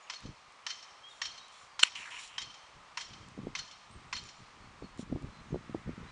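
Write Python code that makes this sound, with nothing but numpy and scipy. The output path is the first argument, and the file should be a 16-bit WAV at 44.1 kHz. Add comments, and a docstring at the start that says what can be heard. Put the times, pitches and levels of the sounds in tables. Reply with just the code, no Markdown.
"""A breezy meadow. Over a soft, distant drone of shaped noise, small birds whistle gliding sines from the start.
A far hammer then strikes a steel post about twice a second: noise bursts, ringing modes and echoes off hedge and woods.
Wind rumbles as gusty noise and pops as short wavelets, while small bright ticks of noise sound now and then.
Before two seconds something close by snaps and scuffs: an abrupt noise burst, then noise around a moving resonance.
Late on the wind pops crowd together and a brighter hum of noise grows."""
import sys
import numpy as np
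from scipy import signal
from scipy.fft import rfft, irfft
from scipy.io import wavfile

SR = 44100
rng = np.random.default_rng(int(sys.argv[2]) if len(sys.argv) > 2 else 0)


def volts_from_db(level):
    """Convert decibel levels to linear amplitude ratios."""
    exponent = np.asarray(level, float) / 20
    return 10 ** exponent


def persist_wave(psi):
    """Save psi, clipped to +-1, as 16-bit WAV."""
    counts = np.round(np.clip(psi, -1, 1) * 32767).astype(np.int16)
    wavfile.write(sys.argv[1], SR, np.atleast_2d(counts).T)


N = 269802


def rms_one(x):
    """Normalisation: divides a signal by its root mean square."""
    return x / np.sqrt(np.mean(x ** 2) + 1e-20)


def in_time(rows):
    """Linear interpolation of (time_s, value) rows at every sample."""
    s, value = np.transpose(rows)
    return np.interp(np.arange(N) / SR, s, value)


def coloured(spectrum, size=N):
    """Spectral shaping: white noise filtered to the given spectrum, rms 1."""
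    hz, db = np.transpose(spectrum)
    grid_hz = np.maximum(np.arange(size // 2 + 1) * SR / size, 1)
    # levels follow log frequency and drop 30 dB outside the table
    gain_db = np.interp(np.log(grid_hz), np.log(hz), db, db[0] - 30, db[-1] - 30)
    return rms_one(irfft(rfft(rng.standard_normal(size)) * volts_from_db(gain_db), size))


def drift(rate_hz):
    """Random modulation: noise through a double-pole low-pass, rms 1."""
    r = np.exp(-2 * np.pi * rate_hz / SR)
    noise = rng.standard_normal(N + SR)
    return rms_one(signal.lfilter([1], [1, -2 * r, r * r], noise)[SR:])


def ring(x, hz, t60):
    """Damped resonance: a unit click starts a sine of height 1 that falls 60 dB in t60 seconds."""
    r = volts_from_db(-60 / (t60 * SR))
    w = 2 * np.pi * hz / SR
    return signal.lfilter([0, np.sin(w)], [1, -2 * r * np.cos(w), r * r], x)


def burst(t, rise, fall):
    """Exponential build-up and decay from t = 0, with time constants in seconds."""
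    t = np.maximum(t, 0)
    return (1 - np.exp(-t / rise)) * np.exp(-t / fall)


def wavelet(t, hz, turns, phase):
    """Time-limited oscillation: a few turns of a tone under a Gaussian bell."""
    return np.exp(-(t * hz / turns) ** 2) * np.cos(2 * np.pi * hz * t + phase)


def stroke(length):
    """Friction envelope: swells, holds and fades along squared sines."""
    rise_share, fade_share = 0.12, 0.5
    u = np.linspace(0, 1, round(length * SR))
    ramps = np.minimum(u / rise_share, (1 - u) / fade_share)
    return np.sin(np.pi / 2 * np.clip(ramps, 0, 1)) ** 2


def add(out, sound, s):
    """Superposition: adds a sound to out, starting s seconds in."""
    at = max(round(s * SR), 0)
    out[at:at + len(sound)] += sound[:N - at]


# spectrum of the distant drone: pitch_hz [Hz], level_db [dB per Hz]
DRONE_SPECTRUM = [(120, -37.5), (200, -20), (487, -7), (1200, 3.5), (1490, -5), (2370, -5), (2610, -7),
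                  (6580, -16.5), (8990, -23.5), (10300, -32.5), (13300, -55.5), (22000, -120)]
# course of the drone: time_s [s], level_db [dB]
DRONE_COURSE = [(0.0, -57), (1.87, -58), (5.45, -58), (6.12, -57)]


def drone():
    """Stationary noise: a fixed spectrum whose level wanders slowly."""
    return volts_from_db(in_time(DRONE_COURSE) + 0.56 * drift(3.4)) * coloured(DRONE_SPECTRUM)


# course of the brighter hum: time_s [s], level_db [dB]
HUM_COURSE = [(4.5, -73), (5.4, -68.5), (5.9, -60), (6.12, -61)]
# spectrum of the brighter hum: pitch_hz [Hz], level_db [dB per Hz]
HUM_SPECTRUM = [(700, -19), (1300, 0.5), (2000, -2.5), (2600, -10), (4000, -27)]


def hum():
    """Amplitude modulation: mid-band noise that grows towards the end."""
    return volts_from_db(in_time(HUM_COURSE)) * coloured(HUM_SPECTRUM)


# steady breeze: time_s [s], level_db [dB]
BREEZE_COURSE = [(0.0, -78), (1.7, -78), (2.2, -73), (2.7, -77), (3.3, -67.5), (3.75, -71.5), (4.3, -77.5),
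                 (5.3, -58), (6.12, -62)]
# puffs of wind: middle_s [s], length_s [s], level_db [dB]
WIND_PUFFS = [(0.275, 0.073, -48), (1.305, 0.19, -74.5), (1.998, 0.046, -66.5), (2.455, .12, -69.5),
              (2.785, 0.075, -63), (3.117, 0.064, -59.5), (3.223, .15, -59), (3.445, 0.13, -49),
              (3.6, 0.054, -64.5), (3.97, 0.13, -58), (4.187, 0.22, -61.5), (4.417, 0.041, -55),
              (4.64, 0.21, -60.5), (4.837, 0.044, -47), (4.99, 0.066, -62), (5.131, 0.084, -44.5),
              (5.245, 0.077, -50), (5.545, 0.073, -42), (5.736, 0.11, -55), (5.889, 0.054, -43.5),
              (6.026, 0.063, -48)]


def gust_strength():
    """Superposed flow: Gaussian puffs ride on a slowly changing breeze."""
    t = np.arange(N) / SR
    gust = volts_from_db(in_time(BREEZE_COURSE))
    for middle, length, db in WIND_PUFFS:
        gust = gust + volts_from_db(db) * np.exp(-(2 * (t - middle) / length) ** 2)
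    return gust


# spectrum of wind on the microphone: pitch_hz [Hz], level_db [dB per Hz]
RUMBLE_SPECTRUM = [(15, 1.5), (30, 1), (60, -0.5), (130, -2), (250, -14.5), (450, -17), (900, -49)]


def wind_rumble(gust):
    """Turbulent pressure: low noise follows the gusts with a lumpy level."""
    return gust * volts_from_db(4 * drift(35)) * coloured(RUMBLE_SPECTRUM)


# hard wind pops, before the bass cut: middle_s [s], level_db [dB], pitch_hz [Hz]
HARD_POPS = [(0.255, -33.5, 206), (0.273, -39.5, 171), (3.378, -36, 297), (3.39, -31, 207),
             (3.471, -26.5, 303), (4.825, -31.5, 302), (4.843, -36.5, 253), (4.995, -28.5, 242),
             (5.03, -34, 193), (5.101, -34, 157), (5.126, -20.5, 234), (5.161, -25.5, 271),
             (5.23, -35.5, 230), (5.246, -37, 234), (5.529, -25.5, 180), (5.545, -24.5, 330),
             (5.56, -27.5, 320), (5.697, -32.5, 190.0), (5.748, -21, 330), (5.877, -30.5, 163),
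             (5.893, -27, 232), (5.98, -34, 176)]


def wind_pops(gust):
    """Vortex shedding: each eddy pushes the diaphragm a cycle or two, with a sharp edge and a shudder."""
    gap_s, eddy_hz = 0.017, 190
    over_db, spread_db = 6.5, 1.5   # level over the gust, and its spread
    draws = rng.standard_normal((400, 3))
    shed_s = gap_s * (np.arange(len(draws)) + 3 + 0.149 * draws[:, 0])
    gust_db = 20 * np.log10(np.interp(shed_s, np.arange(N) / SR, gust))
    eddy_db = gust_db + over_db + spread_db * draws[:, 1]
    pitches = eddy_hz * np.exp(0.25 * draws[:, 2])
    eddies = [row for row in zip(shed_s, eddy_db, pitches) if row[0] < (N - 1) / SR]
    t = np.arange(-1500, 1500) / SR
    pops = np.zeros(N)
    for (s, db, hz), chance in zip([*HARD_POPS, *eddies], rng.random((500, 4))):
        push = wavelet(t, hz, 0.46, 2 * np.pi * chance[0])
        edge_t = t - 0.0019 * (chance[1] - 0.5)
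        edge = wavelet(edge_t, 1.89 * hz, 0.48, 2 * np.pi * chance[2])
        shudder = wavelet(t - 0.007, 1.02 * hz, 2.0, 2 * np.pi * chance[3])
        sharpness = volts_from_db(-7.5 + 0.077 * (db + 31.5))   # harder pops are sharper
        add(pops, volts_from_db(db) * (push + sharpness * edge + volts_from_db(-14) * shudder), s + t[0])
    # the pops carry no deep bass
    return signal.sosfilt(signal.butter(2, 89, "high", fs=SR, output="sos"), pops)


# bird notes: start_s [s], length_s [s], first_hz [Hz], middle_hz [Hz], last_hz [Hz], level_db [dB]
BIRD_NOTES = [(0.019, 0.036, 7230, 6850, 6280, -63.5), (0.069, 0.014, 3010, 2840, 2420, -59),
              (0.634, 0.027, 2750, 2950, 3250, -66), (1.033, 0.067, 3170, 3260, 3340, -52),
              (1.102, 0.028, 3690, 3690, 3480, -56), (1.378, 0.093, 3900, 3840, 4040, -60),
              (1.52, 0.089, 3480, 3420, 3480, -69), (1.67, 0.13, 4880, 4630, 3870, -70),
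              (3.89, .086, 7430, 8600, 7530, -72.5), (4.069, 0.07, 7100, 7940, 8550, -73),
              (4.24, .046, 7200, 7050, 6500, -64), (4.607, 0.082, 4330, 4370, 4470, -71),
              (4.824, 0.058, 4440, 4310, 4220, -67), (5.318, 0.095, 4200, 4060, 4150, -68),
              (5.48, .06, 6750, 6400, 5750, -73), (5.52, 0.081, 4100, 4040, 4010, -74),
              (6.034, 0.018, 3580, 3680, 3750, -68), (6.07, 0.042, 4020, 3990, 4000, -60.5)]


def birds():
    """Frequency modulation: sines glide through three pitches, waver on the way here and echo faintly from trees."""
    notes = np.zeros(N)
    for s, length, first, middle, last, db in BIRD_NOTES:
        u = np.linspace(-1, 1, round(length * SR))
        hz = middle + (last - first) / 2 * u + ((first + last) / 2 - middle) * u ** 2
        whistle = np.sin(2 * np.pi * np.cumsum(hz) / SR)
        shape = (1 - u ** 2) ** 0.6   # a smaller power holds the level closer to the ends
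        add(notes, volts_from_db(db) * np.sqrt(2) * shape * whistle, s)
    notes = notes * volts_from_db(1.8 * drift(40))
    t = np.arange(SR // 4) / SR
    trees = np.exp(-t / 0.086) * rng.standard_normal(len(t))
    return notes + volts_from_db(-37.5) * signal.fftconvolve(notes, trees)[:N]


# small bright ticks: start_s [s], level_db [dB]
TICK_TIMES = [(0.2044, -44.5), (0.5223, -52.5), (1.4825, -48), (2.106, -43.5), (2.2764, -39), (3.2854, -46),
              (3.912, -50), (4.238, -43), (4.2712, -44.5), (4.377, -62), (4.975, -46), (5.2227, -50)]
# spectrum of a tick: pitch_hz [Hz], level_db [dB per Hz]
TICK_SPECTRUM = [(1000, -23), (3000, -3), (6500, -3), (9000, -5), (10500, -18)]


def ticks():
    """Impulsive excitation: bright noise that dies away within milliseconds."""
    out = np.zeros(N)
    t = np.arange(600) / SR
    for s, db in TICK_TIMES:
        add(out, volts_from_db(db) * burst(t, 0.00037, 0.0012) * coloured(TICK_SPECTRUM, len(t)), s)
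    return out


# spectrum of the close snap, before the bass cut: pitch_hz [Hz], level_db [dB per Hz]
SNAP_SPECTRUM = [(88, -52), (150, -28), (736, -10.5), (1490, -6), (2280, -7.5), (2870, 5), (3490, -9),
                 (4090, -1.5), (4970, -18.5), (7600, -9), (10300, -27), (13300, -53.5), (22000, -120)]


def snap():
    """Sudden release: noise climbs and falls exponentially about a sharp peak, with a low wavelet as its body."""
    peak_s, rise_s, fall_s = 1.835, 0.0025, 0.0011
    t = np.arange(N) / SR - peak_s
    envelope = np.exp(-np.abs(t) / np.where(t < 0, rise_s, fall_s))
    crack = volts_from_db(-7.5) * envelope * coloured(SNAP_SPECTRUM)
    dry_crack = signal.sosfilt(signal.butter(2, 1100, "high", fs=SR, output="sos"), crack)
    return dry_crack + volts_from_db(-31.5) * wavelet(t, 378, 0.5, 0)


# spectrum of the wood and earth under the post: pitch_hz [Hz], level_db [dB per Hz]
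KNOCK_SPECTRUM = [(500, -27), (800, -13), (980, 3.5), (1300, -8.5), (2100, 0), (2700, -5.5), (4000, -32)]


def knock_noise(size=N):
    """Broad resonance: noise in the colour of the knock, which the scuffs share."""
    return coloured(KNOCK_SPECTRUM, size)


# scuffs: start_s [s], length_s [s], level_db [dB], first_hz [Hz], last_hz [Hz] of the hollow resonance
SCUFF_STROKES = [(1.835, 0.064, -45, 2900, 2710), (1.942, .14, -46.5, 3044, 2333),
                 (2.051, 0.069, -50, 1872, 1575), (2.1, .13, -47, 2913, 2490), (2.19, .09, -55, 2840, 2740),
                 (2.27, 0.15, -57.5, 2900, 2830)]
# soft swishes: start_s [s], length_s [s], level_db [dB]
SWISH_STROKES = [(1.072, 0.2, -64.5), (1.502, 0.23, -63), (1.827, 0.073, -62.5), (2.178, 0.14, -54),
                 (4.979, 0.072, -57)]
# spectrum of the hiss of rubbing: pitch_hz [Hz], level_db [dB per Hz]
HISS_SPECTRUM = [(1500, -12.5), (4000, 0.5), (4900, -9.5), (5650, -0.5), (6300, -8.5), (7200, 0.5),
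                 (8200, -12.5), (9300, -9), (10500, -19)]


def rubbing():
    """Friction noise: scuffs excite a sinking hollow resonance and hiss; swishes only hiss."""
    # low-passed noise times a tone becomes a band around that tone
    low_pass = signal.butter(2, 330, fs=SR, output="sos")
    band = rms_one(signal.sosfilt(low_pass, rng.standard_normal(N)))
    hollow, scuff, swish = np.zeros((3, N))
    for s, length, db, first_hz, last_hz in SCUFF_STROKES:
        shape = volts_from_db(db) * stroke(length)
        phase = 2 * np.pi * np.cumsum(np.linspace(first_hz, last_hz, len(shape))) / SR
        # a second resonance lies below the first
        centre = np.sin(phase) + volts_from_db(-7.5) * np.sin(0.8 * phase)
        add(hollow, np.sqrt(2) * shape * centre, s)
        add(scuff, shape, s)
    for s, length, db in SWISH_STROKES:
        add(swish, volts_from_db(db) * stroke(length), s)
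    thud = volts_from_db(-5.5) * scuff * knock_noise()
    hiss = (swish + volts_from_db(-8.5) * scuff) * coloured(HISS_SPECTRUM)
    return (hollow * band + thud + hiss) * volts_from_db(0.63 * drift(361))   # fibres catch and slip


# hammer blows: start_s [s], level_db [dB, scales the whole blow], knock_db [dB, knock within the blow]
HAMMER_BLOWS = [(0.098, -28, -10.5), (0.665, -25, -13), (1.216, -24, -9.5), (1.792, -21.5, -14),
                (2.38, -26.5, -9.5), (2.972, -25.5, -6.5), (3.551, -25, -9), (4.127, -25, -7)]
# modes of the steel post: pitch_hz [Hz], level_db [dB, relative], t60_s [s]
POST_MODES = [(2094, -13, 0.038), (2630, -8, 0.0084), (3100, -5, 0.069), (3170, -2.5, 0.042),
              (3750, -13, 0.15), (4257, -7, 0.088), (4310, -10.5, 0.14), (5270, -23, .07),
              (5460, -4, 0.031), (5550, -12, 0.11), (6127, -6, 0.056), (6340, -22, 0.033), (6850, -14, .07),
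              (7190, -14, 0.071), (7660, -17.5, 0.047), (8820, -21.5, 0.093)]
# spectrum of the crack of a blow: pitch_hz [Hz], level_db [dB per Hz]
CRACK_SPECTRUM = [(700, -33), (1100, -2.5), (3000, 2.5), (6000, 3.5), (7400, -14), (8200, -27),
                  (10300, -33)]
# echoes off the hedge, near wood and far wood: delay_s [s], level_db [dB re direct]
BLOW_ECHOES = [(0.038, -7), (.126, -26.5), (0.161, -16.5)]


def hammer():
    """Modal excitation and multipath: crack and ring arrive directly, by echoes and in a scattered tail."""
    flutter_db = 4.5
    out = np.zeros(N)
    t = np.arange(SR // 2 + SR // 4) / SR
    direct = burst(t, 0.0005, 0.0078)
    hedge_scatter = volts_from_db(-9) * burst(t - 0.02, 0.012, 0.02)
    woods_scatter = volts_from_db(-19) * burst(t - 0.005, 0.021, 0.16)
    paths = direct + hedge_scatter + woods_scatter
    for delay, level_db in BLOW_ECHOES:
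        paths = paths + volts_from_db(level_db) * burst(t - delay, 0.00025, 0.0065)
    for s, db, knock_db in HAMMER_BLOWS:
        crack = paths * coloured(CRACK_SPECTRUM, len(t))
        knock = (direct + 0.16 * paths) * knock_noise(len(t))   # leaves scatter little bass
        taps = paths * rng.standard_normal(len(t))
        strengths = volts_from_db(2.8 * rng.standard_normal(len(POST_MODES)))   # no two blows land alike
        steel = 0
        for strength, (hz, level_db, t60) in zip(strengths, POST_MODES):
            # moving air and leaves make each partial flutter
            flutter = np.interp(t, np.arange(80) / 100, rng.standard_normal(80))
            steel = steel + strength * volts_from_db(level_db + flutter_db * flutter) * ring(taps, hz, t60)
        blow = volts_from_db(-8.5) * crack + volts_from_db(knock_db) * knock + volts_from_db(-34) * steel
        add(out, volts_from_db(db) * blow, s)
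    # the blows hold little below 750 Hz or above 8.5 kHz
    return signal.sosfilt(signal.butter(3, [750, 8500], "band", fs=SR, output="sos"), out)


def scene():
    """Linear superposition: the pressures of all sources add at one microphone."""
    gust = gust_strength()
    wind = wind_rumble(gust) + wind_pops(gust)
    close_by = ticks() + snap() + rubbing()
    return (drone() + hum() + wind + birds() + close_by + hammer())[None]


def band_limit(x):
    """A steep low-pass at the top of the band."""
    return signal.sosfilt(signal.butter(12, 10410, fs=SR, output="sos"), x)


def record(dry):
    """Band limiting: the deepest bass is thinned and the top is cut steeply."""
    bass_cut = signal.butter(1, 39, "high", fs=SR, output="sos")
    top_cut = signal.cheby2(8, 30, 11250, fs=SR, output="sos")   # 30 dB down from 11250 Hz
    mix = signal.sosfilt(np.vstack([bass_cut, top_cut]), dry)
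    return band_limit(mix)


dry = scene()
out = record(dry)
persist_wave(out)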